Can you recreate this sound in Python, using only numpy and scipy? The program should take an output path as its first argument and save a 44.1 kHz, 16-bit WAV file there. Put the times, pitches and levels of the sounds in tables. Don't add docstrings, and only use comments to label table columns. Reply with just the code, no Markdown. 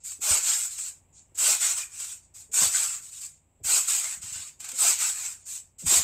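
import sys
import numpy as np
from scipy import signal
from scipy.fft import rfft, irfft, next_fast_len
from scipy.io import wavfile
from scipy.ndimage import uniform_filter1d

SR = 44100
rng = np.random.default_rng(int(sys.argv[2]) if len(sys.argv) > 2 else 0)


def volts(x):
    e = np.asarray(x, float) / 20
    return 10 ** e


def unload_wav(signal):
    wavfile.write(
        sys.argv[1],
        SR,
        np.round(np.clip(np.atleast_2d(signal).T, -1, 1) * 32767).astype(np.int16),
    )


N = 265923

# frequency_hz, density_db (per Hz)
RUB_COLOUR = [(200, -39), (400, -33), (800, -23), (1400, -18.5), (1800, -22.5), (2500, -16.5),
              (3200, -19.5), (4300, -17), (5800, -14.5), (7000, -5), (7900, 0), (9000, -12.5),
              (10200, -20.5), (14000, -18.5), (15700, -31)]


def unit(x):
    return x / np.sqrt(np.mean(x ** 2))


def tilt(points):
    hz, db = np.transpose(points)
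    bin_hz = np.fft.rfftfreq(next_fast_len(N), 1 / SR)
    return volts(np.interp(np.log(bin_hz + 1), np.log(hz), db))


def colour(x, points):
    size = next_fast_len(N)
    return unit(irfft(rfft(x, size) * tilt(points), size)[:N])


def walk(rate):
    hold = int(SR / rate)
    levels = np.repeat(rng.standard_normal(N // hold + 1), hold)
    return unit(uniform_filter1d(levels, hold)[:N])


def ring(modes, length_s=0.3):
    t = np.arange(int(length_s * SR)) / SR
    total = 0
    for hz, db, t60 in modes:
        decay = np.exp(-np.log(1000) * t / t60) / np.sqrt(t60)
        total = total + volts(db) * np.sin(2 * np.pi * hz * t) * decay
    return np.minimum(t / 0.0034, 1) * total


def yard():
    # frequency_hz, density_db (per Hz)
    bed_colour = [(20, -9), (55, 3.5), (95, 4.5), (200, -4), (400, -10.5), (900, -12), (1500, -24),
                  (2400, -19), (4500, -33.5), (6300, -34), (7700, -8), (9200, -34), (15000, -33.5)]
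    # frequency_hz, level_db (rms)
    hum_tones = [(58, -76.5), (90, -73.5), (147, -79.5)]
    t = np.arange(N) / SR
    sound = colour(rng.standard_normal(N), bed_colour) * volts(-67 + 1.2 * walk(2.3))
    for hz, db in hum_tones:
        level = volts(db + 2.2 * walk(7.5)) * np.sqrt(2)
        sound = sound + level * np.sin(2 * np.pi * hz * t + 0.6 * walk(2.0))
    return sound


def thumps():
    # start_s, peak_db, pitch_hz, t60_s
    knocks = [(0.309, -35.5, 77, 0.11), (2.614, -40, 172, 0.12), (2.66, -44, 89, 0.13),
              (3.606, -45, 114, 0.11), (3.647, -43.5, 85.6, 0.085), (4.169, -51, 78.1, 0.067),
              (4.199, -50, 89.5, 0.081), (4.236, -43.5, 98, 0.08), (4.273, -57, 99.6, 0.09),
              (4.317, -52, 85.5, 0.11), (4.357, -47, 98, 0.084), (4.391, -48.5, 95, 0.068),
              (5.838, -37, 174, 0.17), (5.863, -32, 80.5, 0.081), (5.965, -41, 70.0, 0.18),
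              (5.995, -40.5, 78.1, 0.1)]
    t = np.arange(int(0.25 * SR)) / SR
    tone, gate = np.zeros((2, N + len(t)))
    for s, db, hz, t60 in knocks:
        i = int(s * SR)
        turns = hz * (0.8 * t + 0.41 * 0.01 * (1 - np.exp(-t / 0.012)))
        swell = volts(db) * (1 - np.exp(-t / 0.0039)) * np.exp(-np.log(1000) * t / t60)
        tone[i:i + len(t)] -= 1.7 * swell * np.sin(2 * np.pi * turns)
        gate[i:i + len(t)] += swell
    rumble_colour = [(30, -17.5), (70, 6.0), (170, 1.5), (400, -14.0), (1000, -48)]
    rumble = colour(rng.standard_normal(N), rumble_colour)
    return tone[:N] + 0.65 * gate[:N] * rumble


def feet():
    # start_s, peak_db, pitch_hz, t60_s
    footfalls = [(0.185, -53.5, 371, 0.11), (1.319, -46, 314, 0.025), (1.346, -53.5, 330, 0.046),
                 (2.491, -55.5, 402, 0.15), (2.55, -43, 365, 0.042), (2.62, -34, 249, 0.05),
                 (3.601, -50.5, 364, 0.082), (4.623, -53, 290, 0.068), (4.726, -49.5, 480, 0.12),
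                 (5.821, -47, 222, 0.16), (5.921, -22, 590, 0.032)]
    t = np.arange(int(0.15 * SR)) / SR
    tone, gate = np.zeros((2, N + len(t)))
    for s, db, hz, t60 in footfalls:
        i = int(s * SR)
        swell = volts(db) * (1 - np.exp(-t / 0.008)) * np.exp(-np.log(1000) * t / t60)
        tone[i:i + len(t)] -= swell * np.sin(2 * np.pi * 1.1 * hz * t)
        gate[i:i + len(t)] += swell
    puff_colour = [(60, -12), (150, 1.5), (350, 3.5), (650, -3), (1200, -36.5)]
    puff = colour(rng.standard_normal(N), puff_colour)
    return tone[:N] + 0.98 * gate[:N] * puff


def pings():
    # start_s, pitch_hz, peak_db, t60_s
    lone_coils = [
        (1.49, 2493, -35.5, 0.42),
        (1.615, 1428, -30.5, 0.075),
        (1.63, 2136, -38.5, 0.14),
        (1.8, 2410, -44.5, 0.42),
        (2.735, 2050, -34, 0.12),
        (2.745, 1500, -34, 0.17),
    ]
    out = np.zeros(N)
    for s, hz, db, t60 in lone_coils:
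        pair = [(hz, db, t60), (1.035 * hz, db - 2, t60)]
        tone = ring(pair) * np.sqrt(t60)
        i = int(s * SR)
        out[i:i + len(tone)] += tone
    return out * volts(5 * walk(120) - 3.5)


def ticks():
    # start_s, peak_db, rattle_s
    hooks = [(0.047, -27.5, 0.0065), (0.1158, -24.5, 0.015), (0.3106, -12.5, 0.014), (0.442, -13.5, 0.0079),
             (0.783, -15.5, 0.0073), (1.351, -35, 0.0057), (1.9977, -18, 0.017), (2.0415, -13.5, 0.0044),
             (2.3436, -40, 0.017), (3.2207, -36, 0.0093), (3.641, -47.5, 0.0104), (3.8797, -5, 0.0079),
             (4.219, -35, 0.046), (4.3273, -21, 0.011), (4.5991, -22, 0.016), (4.6413, -20, 0.014),
             (4.6854, -17, 0.014), (4.7147, -9.5, 0.0039), (5.0064, -14.5, 0.025), (5.4602, -33.5, 0.013),
             (5.4844, -24, 0.0073), (5.7892, -56, 0.0083), (5.8607, -33, 0.011)]
    t = np.arange(int(0.15 * SR)) / SR
    gate = np.zeros(N + len(t))
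    for s, db, rattle_s in hooks:
        i = int(s * SR)
        gate[i:i + len(t)] += volts(db - 12) * np.minimum(t / 0.0056, 1) * np.exp(-t / rattle_s)
    return gate[:N] * colour(rng.standard_normal(N), RUB_COLOUR)


def jingle(count=9000, t60_s=0.14):
    t = np.arange(int(0.084 * SR)) / SR
    fade = np.minimum(t / 0.004, 1) * np.exp(-np.log(1000) * t / t60_s)
    out = np.zeros(N + len(t))
    for start, pitch, size in rng.random((count, 3)):
        i = int(start * N)
        hz = 400 + 15300 * pitch
        out[i:i + len(t)] += volts(10 * size) * fade * np.sin(2 * np.pi * hz * t)
    return unit(out[:N])


def slips():
    # pitch_hz, level_db, t60_s
    coil_modes = [(1512, -6, 0.1), (2465, 0.5, 0.33), (3810, 2.5, 0.12), (4190, 0, .06), (5610, 6.5, 0.056),
                  (7000, 5, 0.33), (7950, -13, 0.22), (8660, 10.5, 0.092), (12400, 6.5, .06)]
    happens, sign, size = rng.random((3, N))
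    slipping = happens < 8000 / SR
    clicks = slipping * np.sign(sign - 0.5) * volts(-2.5 * np.log(1 - size))
    clicks = unit(clicks) + 0.89 * rng.standard_normal(N)
    rings = signal.fftconvolve(clicks * volts(2.7 * walk(6)), ring(coil_modes))[:N]
    return clicks + volts(-59) * rings + volts(-1) * jingle()


def strokes(table, parts_db, sag_db_s, slack_s=0.001):
    climb_power = [1.35, 0.69, 0.99, 0.53, 0.6]
    release_db_s = [310, 213, 290, 235, 270]
    weight_share = [-0.15, -0.079, 0.038, 0.19, 0.25]
    t = np.arange(0, N, 32) / SR
    out = 0
    for s, climb_s, db, hold_s, weight_db in table:
        climb = np.clip((t - s) / climb_s, 0, 1) ** np.array(climb_power)[:, None]
        rise = climb * np.clip((t - s) / slack_s, 0, 1) ** 2
        held_s = np.clip(t - s - climb_s, 0, hold_s)
        released_s = np.maximum(t - s - climb_s - hold_s, 0)
        fall_db = sag_db_s * held_s + np.outer(release_db_s, released_s)
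        top_db = db + np.add(parts_db, weight_db * np.array(weight_share))
        out = out + (rise * volts(np.maximum(top_db[:, None] - fall_db, -140))) ** 2
    return out


def effort():
    # start_s, climb_s, peak_db, hold_s, weight_db
    landings = [
        (0.197, 0.13, -18.5, 0.031, -3.5),
        (1.362, .11, -18, 0.053, -1.5),
        (2.517, .11, -18.5, 0.027, 2),
        (3.626, 0.11, -19.5, 0.046, 5),
        (4.766, 0.089, -17.5, 0.049, -0.5),
        (5.844, 0.1, -15.5, 0.037, -2.4),
    ]
    # start_s, climb_s, peak_db, hold_s, weight_db
    rebounds = [
        (.425, 0.064, -20, 0.063, 4),
        (1.597, 0.027, -20, 0.096, -0.5),
        (2.715, .045, -21, 0.1, 5),
        (3.87, 0.032, -21.5, 0.1, 12),
        (4.985, 0.034, -20.5, 0.076, 2.5),
    ]
    # start_s, climb_s, peak_db, hold_s, weight_db
    flaps = [
        (.56, 0.031, -29, 0.069, 15.5),
        (1.75, 0.03, -27.5, 0.034, -1),
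        (2.86, 0.039, -31.5, 0.06, 3.5),
        (3.99, 0.064, -28.5, 0.086, -4.5),
        (5.09, 0.1, -32.5, 0.076, 4),
        (5.21, 0.045, -35, 0.068, 4),
    ]
    # start_s, climb_s, peak_db, hold_s, weight_db
    rustles = [(.036, 0.036, -37.5, 0.048, 16), (.69, 0.028, -37.5, 0.074, 1),
               (.778, 0.0067, -34.5, 0.1, 1.5), (1.345, 0.012, -42.5, 0.043, -5),
               (1.89, 0.12, -37, .03, -10), (1.985, 0.017, -35.5, .13, -0.5), (2.338, .025, -44.5, 0.05, 4),
               (2.513, .008, -43, .01, -4), (3.01, 0.027, -45, 0.057, 7), (3.11, 0.027, -41.5, 0.057, 7),
               (3.205, 0.014, -38, 0.033, 7), (4.212, 0.025, -34.5, 0.11, -13.5),
               (4.32, 0.038, -33, 0.076, -22), (4.45, 0.022, -41.5, .015, -13),
               (4.59, 0.057, -36, 0.19, -24.5), (4.735, 0.042, -32, .02, -2),
               (5.452, 0.056, -36.5, 0.062, 8), (5.782, 0.013, -43, 0.052, 8.5)]
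    # start_s, climb_s, peak_db, hold_s, weight_db
    whispers = [
        (.001, 0.0046, -59, 0.03, .5),
        (1.125, 0.057, -52.5, 0.011, 4),
        (2.22, 0.0096, -61.5, 0.017, 1),
        (3.33, 0.013, -63.5, 0.021, 7.5),
        (5.39, .02, -59, .05, 1),
    ]
    landing_db = [5.5, -1, 1.86, -1.27, -1.7]
    rebound_db = [-3.5, -0.5, -1.2, -2.8, -6]
    flap_db = [-4.5, 2.5, -0.8, -0.8, -4]
    rustle_db = [-9, -2.5, 0.5, -0.1, -3.5]
    whisper_db = [-8, -5, 0.5, 2.7, -28]
    bottom_db = [-5.5, 1.5, 4.5, -3, -0.7]
    landing_sag, rebound_sag, flap_sag, rustle_sag = 14, 33.6, 44, 15.4

    power = strokes(landings, landing_db, landing_sag, slack_s=0.024)
    power = power + strokes(rebounds, rebound_db, rebound_sag)
    power = power + strokes(flaps, flap_db, flap_sag)
    power = power + strokes(rustles, rustle_db, rustle_sag)
    power = power + strokes(whispers, whisper_db, rustle_sag)
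    rests = [(s + climb_s + hold_s, 0.01, db - 14.5, 0.12, 0) for s, climb_s, db, hold_s, _ in landings]
    return power + strokes(rests, bottom_db, landing_sag)


def rubbing():
    parts_hz = [450, 1800, 4000, 7500, 13000]
    edges_hz = 200 * 2 ** np.arange(0, 6.6, 0.25)
    parts_db = 10 * np.log10(effort() + 1e-14)
    size = next_fast_len(N)
    spectrum = rfft(colour(slips(), RUB_COLOUR), size)
    bin_hz = np.fft.rfftfreq(size, 1 / SR)
    out = 0
    for lo, hi in zip(edges_hz, edges_hz[1:]):
        place = np.interp(np.log(lo * hi) / 2, np.log(parts_hz), range(5))
        k = min(int(place), 3)
        slice_db = parts_db[k] + (place - k) * (parts_db[k + 1] - parts_db[k])
        band_db = np.interp(np.arange(N) / 32, range(len(slice_db)), slice_db)
        patch_db = 1.31 * walk(25) * min(1, (3500 / lo) ** 0.51)
        band = irfft(spectrum * (bin_hz >= lo) * (bin_hz < hi), size)[:N]
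        out = out + band * volts(band_db + patch_db)
    return out * volts(0.38 * walk(40))


def scene():
    near = rubbing() + ticks() + pings()
    t = np.arange(int(0.3 * SR)) / SR
    scatter = rng.standard_normal(len(t)) * np.exp(-t / 0.03)
    echo = signal.fftconvolve(near, scatter)[:N]
    return (near + volts(-61.5) * echo + thumps() + yard() + feet())[None]


def top_cut(x):
    return signal.sosfilt(signal.butter(12, 15780, fs=SR, output="sos"), x)


def record(dry):
    soft = np.tanh(2.2 * dry) / 2.2
    low_pass = signal.ellip(8, 0.1, 40, 15650, fs=SR, output="sos")
    cut = signal.sosfiltfilt(low_pass, soft)
    return top_cut(cut)


dry = scene()
out = record(dry)
unload_wav(out)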